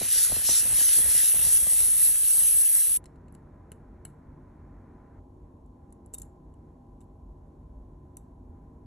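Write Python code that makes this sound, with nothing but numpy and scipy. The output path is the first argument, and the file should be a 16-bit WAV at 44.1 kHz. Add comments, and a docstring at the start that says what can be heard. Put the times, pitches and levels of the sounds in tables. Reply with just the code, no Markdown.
"""Blowing a steel part dry, then watch assembly

A thin air nozzle sweeps over a small steel part in a dish: filtered noise makes a bright hiss and a wet
rasp, while diving tones make plops as the film tears and short knocks make the drops.
The blowing stops short. At a quiet workbench, tweezers seat a wheel and a bridge in a watch movement:
filtered noise and ringing tones make light clicks, scrapes and thumps over a soft rush and a hum."""
import sys
import numpy as np
from scipy import signal
from scipy.fft import rfft, irfft, next_fast_len
from scipy.io import wavfile
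from scipy.ndimage import map_coordinates

SR = 44100
rng = np.random.default_rng(int(sys.argv[2]) if len(sys.argv) > 2 else 0)


def output_pcm(signal):
    """Save a mono or channel-first signal as 16-bit PCM at the path in sys.argv[1].

    Samples are clipped to [-1, 1] before scaling.
    """
    pcm = np.clip(np.atleast_2d(signal).T, -1, 1) * 32767
    wavfile.write(sys.argv[1], SR, np.round(pcm).astype(np.int16))


N = 390725
TIME = np.arange(N) / SR  # (s)
JET_OFF_S = 2.973
# In all tables, level_db and level_db_per_hz are relative: the functions below may set a further level.


def amp(db):
    """Turns decibels into a gain."""
    return 10 ** (np.asarray(db) / 20)


def unit(x):
    """Scales to an rms of 1."""
    return x / np.sqrt(np.mean(x ** 2) + 1e-30)


def read(points, hz):
    """Reads a table along a log-frequency axis."""
    f, value = np.transpose(points)
    return np.interp(np.log(hz + 1), np.log(f + 1), value)


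def over_time(points):
    """Draws straight lines between the (time, value) points of a table."""
    return np.interp(TIME, *np.transpose(points))


def add(mix, s, sound):
    """Mixes a sound in at time s."""
    part = mix[max(round(s * SR), 0):][:len(sound)]
    part += sound[:len(part)]


def sine(hz, t):
    """A pure tone."""
    return np.sin(2 * np.pi * hz * t)


def colour(x, spectrum):
    """Filters by a spectrum, keeping the power of white noise."""
    length = x.shape[-1]
    size = next_fast_len(length + 4096)
    gain = unit(amp(read(spectrum, np.fft.rfftfreq(size, 1 / SR))))
    return irfft(rfft(x, size) * gain, size)[..., :length]


def noise(spectrum, channels=2):
    """Makes unrelated coloured noises with an rms of about 1."""
    return colour(rng.standard_normal((channels, N)), spectrum)


def wander(per_s):
    """Smooth random motion of rms 1, with this many new targets per second."""
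    knots = rng.standard_normal(8192)
    return unit(np.interp(TIME * per_s, np.arange(len(knots)), knots))


def until(s, fade):
    """One up to time s, then dying away."""
    return np.exp(-np.maximum(TIME - s, 0) / fade)


# Phase of left against right by pitch: pitch_hz, phase_rad
SIDE_PHASE = [(4100, 0), (4600, .6), (4860, 3.14), (5100, 5.4), (5400, 6.28), (6300, 6.35), (7000, 7.5),
              (8000, 8.6), (8700, 9.17), (8900, 9.39), (9350, 9.46), (9600, 9.78), (10000, 10.15),
              (11550, 11.6), (11850, 12.57), (13800, 12.6), (14300, 13.3), (14700, 15.3), (15500, 15.7)]
# How alike left and right are by pitch: pitch_hz, likeness (0-1, no unit)
SIDE_LIKENESS = [(100, 1), (1000, 1), (2400, 1), (3800, 1), (4600, 0.95), (4860, 1), (5150, 0.8),
                 (5600, 0.72), (6300, 1), (6800, 1), (7700, 0.45), (8100, 0.86), (8800, 1), (9500, 1),
                 (11400, 0.82), (12000, 0.89), (13600, 0.99), (14200, .55), (15200, 1)]


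def spread(pair):
    """Spreads the sound between left and right, more widely in the treble."""
    size = next_fast_len(N + 4096)
    hz = np.fft.rfftfreq(size, 1 / SR)
    direct, scattered = rfft(pair, size)
    like = np.clip(read(SIDE_LIKENESS, hz), 0, .99995)
    common = direct * np.sqrt((1 + like) / 2)
    apart = scattered * np.sqrt((1 - like) / 2)
    turn = np.exp(1j * read(SIDE_PHASE, hz) / 2)
    left, right = (common + apart) * turn, (common - apart) / turn
    return irfft(np.array([left, right]), size)[:, :N]


EASE_S = 0.018  # sets how quickly each stretch of stronger sound comes and goes


def stretch(on, off):
    """How fully one stretch of stronger sound is under way, 0-1."""
    return (np.tanh((TIME - on) / EASE_S) - np.tanh((TIME - off) / EASE_S)) / 2


# Stretches of stronger hiss or rasp: long passes over the part, and brief bursts, some inside them:
# on_s, off_s, extra_hiss_db, extra_rasp_db
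STRETCHES = [(0.108, .255, 6, 9.5), (.236, .25, 7, 2.5), (0.449, .615, 3.5, 11.5), (0.774, .995, 2.5, 7.5),
             (0.803, .832, 1.5, 2.5), (1.092, 1.305, 1.5, 8), (1.426, 1.578, 0.5, 7),
             (1.532, 1.56, 5, -3.5), (1.7, 1.86, 2, 4.5), (1.975, 2.092, 4, 3.5), (2.26, 2.52, 1.5, 3),
             (2.58, 2.62, 1, -1), (2.732, 2.845, 1.5, 3.5)]
# Strength of the air flow, heard as nozzle hiss: time_s, level_db
FLOW = [(0, -36), (.3, -33.5), (.72, -31), (1.05, -28), (1.45, -28), (1.65, -30), (2.2, -29.5),
        (2.6, -27.5), (2.96, -31.5)]
# The rasp of the jet beside the part starts at RASP_DB and fades as the liquid is driven off
RASP_DB, DRYING_DB_PER_S = -39, 2.5


def sweep():
    """Levels of the nozzle hiss and of the rasp in dB, and how hard the jet bites on the part (at most 1)."""
    lift, bite = np.zeros(N), np.zeros(N)
    for on, off, hiss_db, rasp_db in STRETCHES:
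        stronger = stretch(on, off)
        lift += hiss_db * stronger
        bite += rasp_db * stronger
    hiss = over_time(FLOW) + lift
    rasp = RASP_DB - DRYING_DB_PER_S * TIME + bite
    return hiss, rasp, bite / bite.max()


# Level of the top of the hiss, which ends brighter than it began: time_s, level_db
TOP_LEVEL = [(0, -0.5), (.9, -1), (1.7, -0.5), (2.2, -1), (2.45, 1), (2.95, 1.5)]
TOP_HZ = 12000  # the top begins around here


def shimmer(x, patch_db=1.5, patch_s=.045, patch_hz=190, top_width_hz=600):
    """The colour of the hiss shifts in brief narrow patches, and its top drifts in level."""
    hz, t, z = signal.stft(x, SR, nperseg=1024, noverlap=768)
    knots = rng.standard_normal((600, 1500))
    grid = np.meshgrid(hz / patch_hz, t / patch_s, indexing="ij")
    patches = unit(map_coordinates(knots, grid, order=1, mode="wrap"))
    top_share = (1 + np.tanh((hz[:, None] - TOP_HZ) / top_width_hz)) / 2
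    top = top_share * np.interp(t, *np.transpose(TOP_LEVEL))
    z = z * unit(amp(patch_db * patches)) * amp(top)
    return signal.istft(z, SR, nperseg=1024, noverlap=768)[1][:, :N]


# Resonances of the dish: pitch_hz, width_hz, lift_db
DISH = [(1943, 90, 3), (3073, 41, 2.5), (3340, 34, 4.5), (3860, 60, 3), (4060, 90, 4.5), (5390, 54, 1),
        (5824, 120, 0), (6300, 50, 3.5), (6930, 48.9, 3.5), (7240, 60, 3.5), (7806, 40, 4.5),
        (8120, 89, 0.5), (10530, 130.5, -0.5)]


def dish(x, echo=0.07, scatter_db=-21, t60=0.074):
    """The dish bottom returns the hiss a moment later; its walls scatter it and resonate."""
    lag = round(.000937 * SR)
    t = np.arange(2048) / SR
    response = rng.standard_normal(len(t)) * amp(-60 * t / t60) * (t > .002)
    response *= amp(scatter_db) / np.linalg.norm(response)
    response[0], response[lag] = 1, -echo
    for hz, width_hz, lift_db in DISH:
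        strength = (amp(lift_db) - 1) * 2 * np.pi * width_hz / SR
        response += strength * np.exp(-np.pi * width_hz * t) * np.cos(2 * np.pi * hz * t)
    return signal.oaconvolve(x, response[None], axes=1)[:, :N]


# Colour of the bare nozzle hiss: pitch_hz, level_db_per_hz
NOZZLE = [(200, -48), (1150, -43), (1700, -39), (5000, -33.5), (7300, -25), (7880, -24.5), (8060, -5),
          (8900, -2.5), (9600, -1.5), (10200, 0.5), (11000, -6), (12200, -15.5), (13900, -22.5),
          (15400, -23)]
# Colour of the wet rasp on the part: pitch_hz, level_db_per_hz
RASP = [(700, -38.5), (1700, -28), (2700, -18), (3850, -9), (5000, -6.5), (5900, -0.5), (6600, -7),
        (7400, -0.5), (9000, -14), (14000, -30.5)]
# Colour of the fizz of the wet dish all round the jet: pitch_hz, level_db_per_hz
FIZZ = [(600, -25.5), (1200, -11), (1500, -3.5), (1950, 0), (2250, -3.5), (2900, 1), (4000, -5),
        (7000, -15), (14000, -29)]
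# How loud that fizz is: time_s, level_db
FIZZ_LEVEL = [(0, -46), (1.2, -44), (1.7, -50), (2.95, -52.5)]


def jet(hiss, rasp, hiss_db=8.5, flutter_db=0.56, spit_db=0.04, grain_db=1.16):
    """Turbulence in the nozzle, on the wet part and around it; passing liquid makes all of them flutter."""
    flutter = flutter_db * wander(220)
    nozzle = noise(NOZZLE) * amp(hiss + hiss_db + flutter)
    on_part = noise(RASP) * amp(rasp + flutter + spit_db * wander(500))
    fizz = noise(FIZZ) * amp(over_time(FIZZ_LEVEL) + flutter + grain_db * wander(350))
    return dish(shimmer(nozzle, patch_db=1.8) + shimmer(on_part + fizz, patch_db=2.5))


# The film tears; short dives are dry taps: start_s, level_db, pitch_hz (at the start), dive_s
PLOPS = [(.009, -38.5, 520, 0.0029), (0.014, -32, 950, .005), (0.046, -44, 704, 0.0037),
         (.159, -44, 850, 0.0038), (.298, -39.5, 900, 0.003), (0.3201, -32, 950, .0042),
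         (.364, -35, 1250, 0.0033), (0.489, -31, 1200, .0036), (.514, -45, 444, 0.0033),
         (.629, -42, 770, 0.0027), (0.655, -40, 750, 0.0019), (.668, -43.5, 900, 0.006),
         (.712, -45, 600, .002), (.725, -43.5, 790, 0.0038), (.788, -37, 1290, 0.0011),
         (0.812, -37.5, 1210, 0.0023), (.969, -39.5, 750, 0.0025), (.986, -33, 1150, 0.0013),
         (.996, -39, 1100, 0.0014), (1.004, -37, 170, 0.003), (1.059, -42.5, 850, 0.0054),
         (1.081, -45, 900, .0015), (1.112, -42, 1180, 0.0023), (1.148, -40.5, 915, 0.002),
         (1.236, -43.5, 907, 0.002), (1.342, -38.5, 1240, 0.0022), (1.362, -45, 710, 0.0053),
         (1.392, -45, 1020, 0.0022), (1.415, -44, 1100, 0.001), (1.447, -42, 1210, 0.00096),
         (1.469, -46, 850, .0015), (1.611, -41, 1293, 0.00093), (1.626, -41, 915, 0.0011),
         (1.668, -40, 930, 0.0033), (1.72, -44, 1160, 0.0024), (1.731, -42.5, 1200, 0.0017),
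         (2.09, -43.5, 1020, 0.0026), (2.349, -48.5, 1540, 0.0023), (2.375, -43.5, 1790, .002),
         (2.415, -42.5, 1590, 0.0021), (2.635, -51, 2010, 0.0023)]
# Buffeting of the film, greatest while the jet drives off the bulk of the liquid: time_s, level_db
STIR = [(0, -48.5), (.65, -44.5), (1.45, -43.5), (2.15, -50.5), (2.8, -50)]
SHIELD_DB = 5.5  # the part shields the film when the jet bites fully
SHAKE_DB, SHAKE_S = -5, 0.031  # each tear leaves the film shaking: level against the plop, time to settle


def stirring(bite):
    """Unrest of the film in dB: smaller while the jet bites on the part, which shields it, and greater just
    after each tear."""
    power = amp(over_time(STIR) - SHIELD_DB * bite) ** 2
    settling = np.exp(-np.arange(SR // 4) / SR / SHAKE_S)
    for at, db, _, _ in PLOPS:
        add(power, at, (amp(db + SHAKE_DB) * settling) ** 2)
    return 10 * np.log10(power)


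def plop(hz, dive, rest_hz=90, linger=3.1, rise=0.00028, splash=0.5, splash_linger=1.5):
    """A pocket in the liquid bursts and opens out, so its pitch dives; quick ones die sooner."""
    t = np.arange(3000) / SR
    pitch = rest_hz + (hz - rest_hz) * np.exp(-t / dive)
    wave = np.sin(2 * np.pi * np.cumsum(pitch) / SR)
    wave *= (1 - np.exp(-t / rise)) * np.exp(-t / (linger * dive))
    lowpass = signal.butter(2, 1.9 * hz, fs=SR)
    burst = unit(signal.lfilter(*lowpass, rng.standard_normal(len(t))))
    return wave / abs(wave).max() + splash * burst * np.exp(-t / (splash_linger * dive))


# Colour of the air buffeting the film: pitch_hz, level_db_per_hz
BUFFET = [(20, -21), (45, 1), (80, 1), (130, -6.5), (250, -22.5), (600, -17.5), (1300, -21), (3000, -40)]


def liquid(stir, buffet_db=-4, gust_db=3.0, small_db=-3.5, spread_db=5.5, count=150):
    """The jet buffets the film and tears it: a few dozen timed plops and many at random times."""
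    plops = np.zeros(N)
    for at, db, hz, dive in PLOPS:
        add(plops, at, amp(db) * plop(hz, dive))
    for when, size, pitch in rng.random((count, 3)):
        at = when * JET_OFF_S
        db = stir[int(at * SR)] + small_db + spread_db * (2 * size - 1)
        add(plops, at, amp(db) * plop(450 + 1300 * pitch, dive=0.0013))
    buffeting = spread(noise(BUFFET)) * amp(stir + buffet_db + gust_db * wander(22))
    return plops + buffeting


def tick(hz):
    """A drop lands: a knock of a cycle or two."""
    cycles = hz * np.arange(400) / SR
    return np.sin(2 * np.pi * cycles) * np.exp(-cycles)


# Flung drops tick against the dish: start_s, level_db, pitch_hz
DROPS = [(.18, -28.5, 6000), (.2425, -16.5, 8000), (0.533, -15.5, 6500), (0.788, -22, 6500),
         (0.8915, -11, 7500), (1.554, -38.5, 2200), (2.157, -33, 1780), (2.758, -32, 9000)]


def spray(rasp, fine_db=-35, spread_db=0.5, count=220):
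    """A few large drops and a fine spatter, louder while the jet bites on the part."""
    out = np.zeros(N)
    for at, db, hz in DROPS:
        add(out, at, amp(db) * tick(hz))
    for when, size, pitch in rng.random((count, 3)):
        at, hz = when * JET_OFF_S, 1600 * 4 ** pitch
        bite_db = .5 * (rasp[int(at * SR)] - RASP_DB)
        size_db = spread_db * min(-np.log(1 - size), 3)  # most drops are small
        add(out, at, amp(fine_db + bite_db + size_db) * hz / 3500 * tick(hz))  # quick knocks peak higher
    return out


# Colour of the workshop air: pitch_hz, level_db_per_hz
ROOM = [(20, -20), (45, 0.5), (95, 0), (120, -11.5), (290, -9.5), (400, -19), (700, -25.5), (1060, -25.5),
        (1170, -38.5), (2000, -54), (5500, -58), (7700, -53), (10200, -51), (13000, -66)]
# Colour of a soft rush of air: pitch_hz, level_db_per_hz
RUSH = [(100, 5.5), (200, 11.5), (500, -3.5), (1100, -6.5), (1400, -8), (1900, -13.5), (2300, -20),
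        (3000, -36), (6000, -40), (14000, -67)]
# The rush is high during the wheel work, then wavers: time_s, level_db
RUSH_LEVEL = [(3, -59), (4.4, -59.5), (4.9, -58), (5.19, -59), (5.21, -79), (5.5, -69), (5.68, -83),
              (5.82, -67), (5.96, -73), (6.22, -66), (6.42, -75), (6.68, -68), (6.85, -77), (7.3, -78),
              (7.45, -70), (7.7, -74), (8.25, -71.5), (8.4, -79), (8.55, -67), (8.85, -70.5)]
# Colour of a deep rumble: pitch_hz, level_db_per_hz
RUMBLE = [(20, -28), (38, -9.5), (47, -1.5), (58, -7), (120, -33), (400, -71), (2000, -110)]
# The rumble swells and sinks: time_s, level_db
SWELL = [(7.05, -70), (7.35, -47.5), (7.55, -66), (7.78, -44), (8.05, -66), (8.3, -61)]
# Tones of the machine hum: pitch_hz, level_db
HUM = [(48.4, -59.5), (145.3, -61), (253.0, -63.5), (360.7, -66.5), (452.2, -71.5), (600, -76.5),
       (662.1, -76.5), (802.1, -73), (990, -75.5), (1012, -74.5), (1045, -80.5)]
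# Diffuse part of the air, opposite on left and right: pitch_hz, level_db_per_hz
DIFFUSE = [(20, -19), (50, -4), (80, -8.5), (100, -13), (280, 1), (1000, -0.5), (1200, -11), (2000, -33.5),
           (4000, -36.5), (13000, -64)]


def workshop(air_db=-51.0, drift_db=0.18, hum_db=-1.0, diffuse_db=-67, waver_hz=3.6, throb=0.34):
    """Ventilation rumble, a soft rush of air that swells and sinks, and the wavering hum of a machine."""
    air = noise(ROOM) * amp(air_db + drift_db * wander(3.7))
    rush = noise(RUSH) * amp(over_time(RUSH_LEVEL))
    rumble = noise(RUMBLE) * amp(over_time(SWELL))
    hum = np.zeros(N)
    for hz, db in HUM:
        pitch = hz + waver_hz * np.sqrt(hz / 100) * wander(70)  # higher tones waver by more hertz
        turns = np.cumsum(pitch) / SR
        level = amp(db + hum_db) * (1 + throb * wander(9.8))
        hum += level * np.sqrt(2) * np.sin(2 * np.pi * turns)
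    diffuse = amp(diffuse_db) * noise(DIFFUSE, channels=1) * np.array([[1], [-1]])
    return spread(air + rush + rumble) + hum + diffuse


# Colour of a contact on the steel tips: pitch_hz, level_db_per_hz
TIPS = [(1000, -46), (5200, -20), (6800, -7), (7650, 6.5), (8500, -0.5), (9400, 4.5), (10600, 0.5),
        (11800, -10), (12600, -8), (15500, -32)]
# Colour of a contact on the main plate: pitch_hz, level_db_per_hz
PLATE = [(200, 21), (900, 0), (1800, 5), (2400, -1), (2950, 6), (3500, -15), (4100, 1.5), (4800, -9),
         (5350, -17), (6000, -15), (8000, -9), (9700, -3), (12000, -22)]


def steel_colour(x, share_db, tips_db=-6, plate_db=-10):
    """A contact sounds through the tips and, by its share, through the main plate."""
    return amp(tips_db) * colour(x, TIPS) + amp(plate_db + share_db) * colour(x, PLATE)


# Ringing of the steel: pitch_hz, level_db, t60_s (time to fall by 60 dB)
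STEEL = [(3720, -11, .12), (6050, -9, .038), (7820, -9, .08), (7550, -19, .33), (9450, -12, .059),
         (10380, -16, .18), (11550, -27, .12), (12940, -12, .05)]


def contact(share_db, t60, top_hz, note_hz, note_db, ring_db=-42, note_linger=0.9,
            slide_db=-27, slide_t60=0.078, vary_db=3, rise=0.00036):
    """A brief chatter of steel on steel, a faint slide and ringing tones, cut off above top_hz."""
    t = np.arange(SR // 3) / SR
    attack = 1 - np.exp(-t / rise)
    fading = amp(-60 * t / t60) + amp(slide_db - 60 * t / slide_t60)  # chatter, then slide
    sound = steel_colour(rng.standard_normal(len(t)) * attack * fading, share_db)
    sound += attack * amp(note_db - 60 * t / (note_linger * t60)) * sine(note_hz, t)
    each_spot = rng.uniform(-0.94, 1, (len(STEEL), 2))  # each spot rings differently
    for (hz, db, ring_t60), (phase, size) in zip(STEEL, each_spot):
        level = amp(ring_db + db + vary_db * size - 60 * t / ring_t60)
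        sound += level * np.sin(2 * np.pi * (hz * t + phase))
    lowpass = signal.butter(8, min(top_hz, 20000), fs=SR, output="sos")
    return signal.sosfilt(lowpass, sound)


def scrape(length, share_db, slips_per_s=300, slip_s=.0006):
    """Uneven tiny slips of steel on steel under one short stroke."""
    t = np.arange(SR // 8) / SR
    starts = rng.random(len(t)) < slips_per_s / SR
    slips = signal.lfilter([1], [1, -np.exp(-1 / (slip_s * SR))], starts)
    grit = unit(steel_colour((.3 + slips) * rng.standard_normal(len(t)), share_db))
    stroke = np.sin(np.pi * np.minimum(t / length, 1))
    return grit * np.sqrt(np.maximum(stroke, 0))


def room_tail(x, t60=0.24):
    """Dense faint reflections, different in each of two channels."""
    t = np.arange(SR // 2) / SR
    tail = rng.standard_normal((2, len(t))) * amp(-60 * t / t60) * (1 - np.exp(-t / 0.0015))
    return signal.fftconvolve(x[None], tail / np.linalg.norm(tail[0]), axes=1)[:, :N]


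# Tweezer contacts, with the share of the main plate and the note of the touched piece:
# start_s, level_db, plate_share_db, t60_s, note_hz, note_db
CLICKS = [(3.0412, -43.5, 6, 0.01, 9780, -3), (3.057, -41.5, 8, .011, 5360, -6),
          (3.0625, -51, 6, 0.013, 4080, -3), (3.158, -66, 18, 0.024, 2160, -8),
          (3.282, -60.5, 12.5, .029, 7300, -10), (3.3245, -48, -11, 0.0072, 10730, 5),
          (3.342, -53, -8, .012, 10730, -6), (3.350, -37.5, 6.5, 0.0061, 10000, -1),
          (3.718, -31, 5.5, 0.0097, 9850, 0), (3.726, -48, 3, .012, 7650, -8),
          (4.0510, -25.5, -4, 0.0078, 7850, 0.5), (4.053, -36.5, 5.5, 0.014, 10220, 3),
          (4.079, -59, 5, .015, 4305, -16), (5.661, -59, -10, .015, 11900, -8),
          (5.905, -59, -12, .012, 12000, -6), (5.925, -41, -10, 0.01, 9570, 2),
          (5.929, -56, -12, 0.012, 7620, -2), (6.061, -48, -17, .014, 10130, 3),
          (6.1377, -23, -17, 0.01, 7660, -2), (6.143, -22, -21, .012, 9600, -3),
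          (6.1472, -25, -16, .015, 7840, -8), (6.148, -55, 5, .035, 3700, -3),
          (6.181, -35, -21, 0.013, 9400, -4), (6.1835, -27.5, -22, 0.018, 11020, -13),
          (6.1978, -36, -14, .014, 11800, -10), (6.206, -45, -12, .014, 9500, -10),
          (6.218, -29, -22, 0.015, 7160, -4), (6.2205, -31, -12, .010, 11700, -7),
          (6.231, -43, -10, .018, 7600, -6), (6.54, -57, 3, .012, 2960, -13),
          (7.0063, -50, -5, 0.017, 7560, -2), (7.013, -50.5, -2, 0.019, 3704, -16),
          (8.1696, -23.5, -23, .008, 7620, -10), (8.17, -46, 0, .014, 5900, -2)]
# A firm touch reaches FIRM_TOP_HZ; softer ones are duller
FIRM_DB, FIRM_TOP_HZ, DULLING_HZ_PER_DB = -17, 13500, 73
# The tips drag over the steel: start_s, length_s, level_db, plate_share_db
SCRAPES = [(4.055, 0.065, -72, 5), (6.131, .028, -57, -12), (6.165, 0.11, -70, 0), (6.997, .05, -75, 0)]
# The wheel rings on as it drops into its seat: pitch_hz, level_db, t60_s
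WHEEL = [(2230, -61, 0.068), (2900, -64, .05), (2998, -62, 0.071), (4140, -57, 0.0385), (10350, -58, .14),
         (10480, -62, .11)]
SEATED_S = 4.052
# The holder is pushed against the bench: start_s, level_db, pitch_hz
THUMPS = [(3.72, -41.5, 382), (4.052, -46, 320), (6.138, -41, 460), (6.217, -43, 161), (8.171, -44, 320),
          (8.495, -40, 76)]


def tweezers(wet_db=-19, far_db=-11, thump_cycles=12):
    """Clicks, scrapes, the ringing wheel and soft thumps on the bench, with the small room around them."""
    t = np.arange(SR // 4) / SR
    dry = np.zeros(N)
    for s, db, share_db, t60, note_hz, note_db in CLICKS:
        top_hz = FIRM_TOP_HZ + DULLING_HZ_PER_DB * (db - FIRM_DB)
        add(dry, s, amp(db) * contact(share_db, t60, top_hz, note_hz, note_db))
    for s, length, db, share_db in SCRAPES:
        add(dry, s, amp(db) * scrape(length, share_db))
    for hz, db, t60 in WHEEL:
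        add(dry, SEATED_S, amp(db - 60 * t / t60) * sine(hz, t))
    for s, db, hz in THUMPS:
        add(dry, s, amp(db - 60 * t * hz / thump_cycles) * sine(hz, t))
    near, far = room_tail(dry, t60=0.27)
    bench = room_tail(dry, t60=0.011)  # close reflections, unrelated on left and right
    return spread(np.array([dry + amp(wet_db) * near, amp(wet_db) * far])) + amp(far_db) * bench


def scene(linger=0.27):
    """First the blowing, which stops short but for a brief tail, then the bench work."""
    blowing = (1 - linger) * until(JET_OFF_S, 0.00031) + linger * until(JET_OFF_S, 0.006)
    hiss, rasp, bite = sweep()
    drops = np.outer([1, 0], spray(rasp))  # direct sound only, nothing scattered
    cleaning = spread(jet(hiss, rasp) + drops) + liquid(stirring(bite))
    return cleaning * blowing + workshop() * (1 - blowing) + tweezers()


EDGE_HZ = 15550  # hardly anything passes above this


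def record(dry):
    """The recorder's band limit: a steep filter takes away the highest treble."""
    lowpass = signal.firwin(511, EDGE_HZ, window=("kaiser", 9), fs=SR)
    return signal.oaconvolve(dry, lowpass[None], "same")


dry = scene()
out = record(dry)
output_pcm(out)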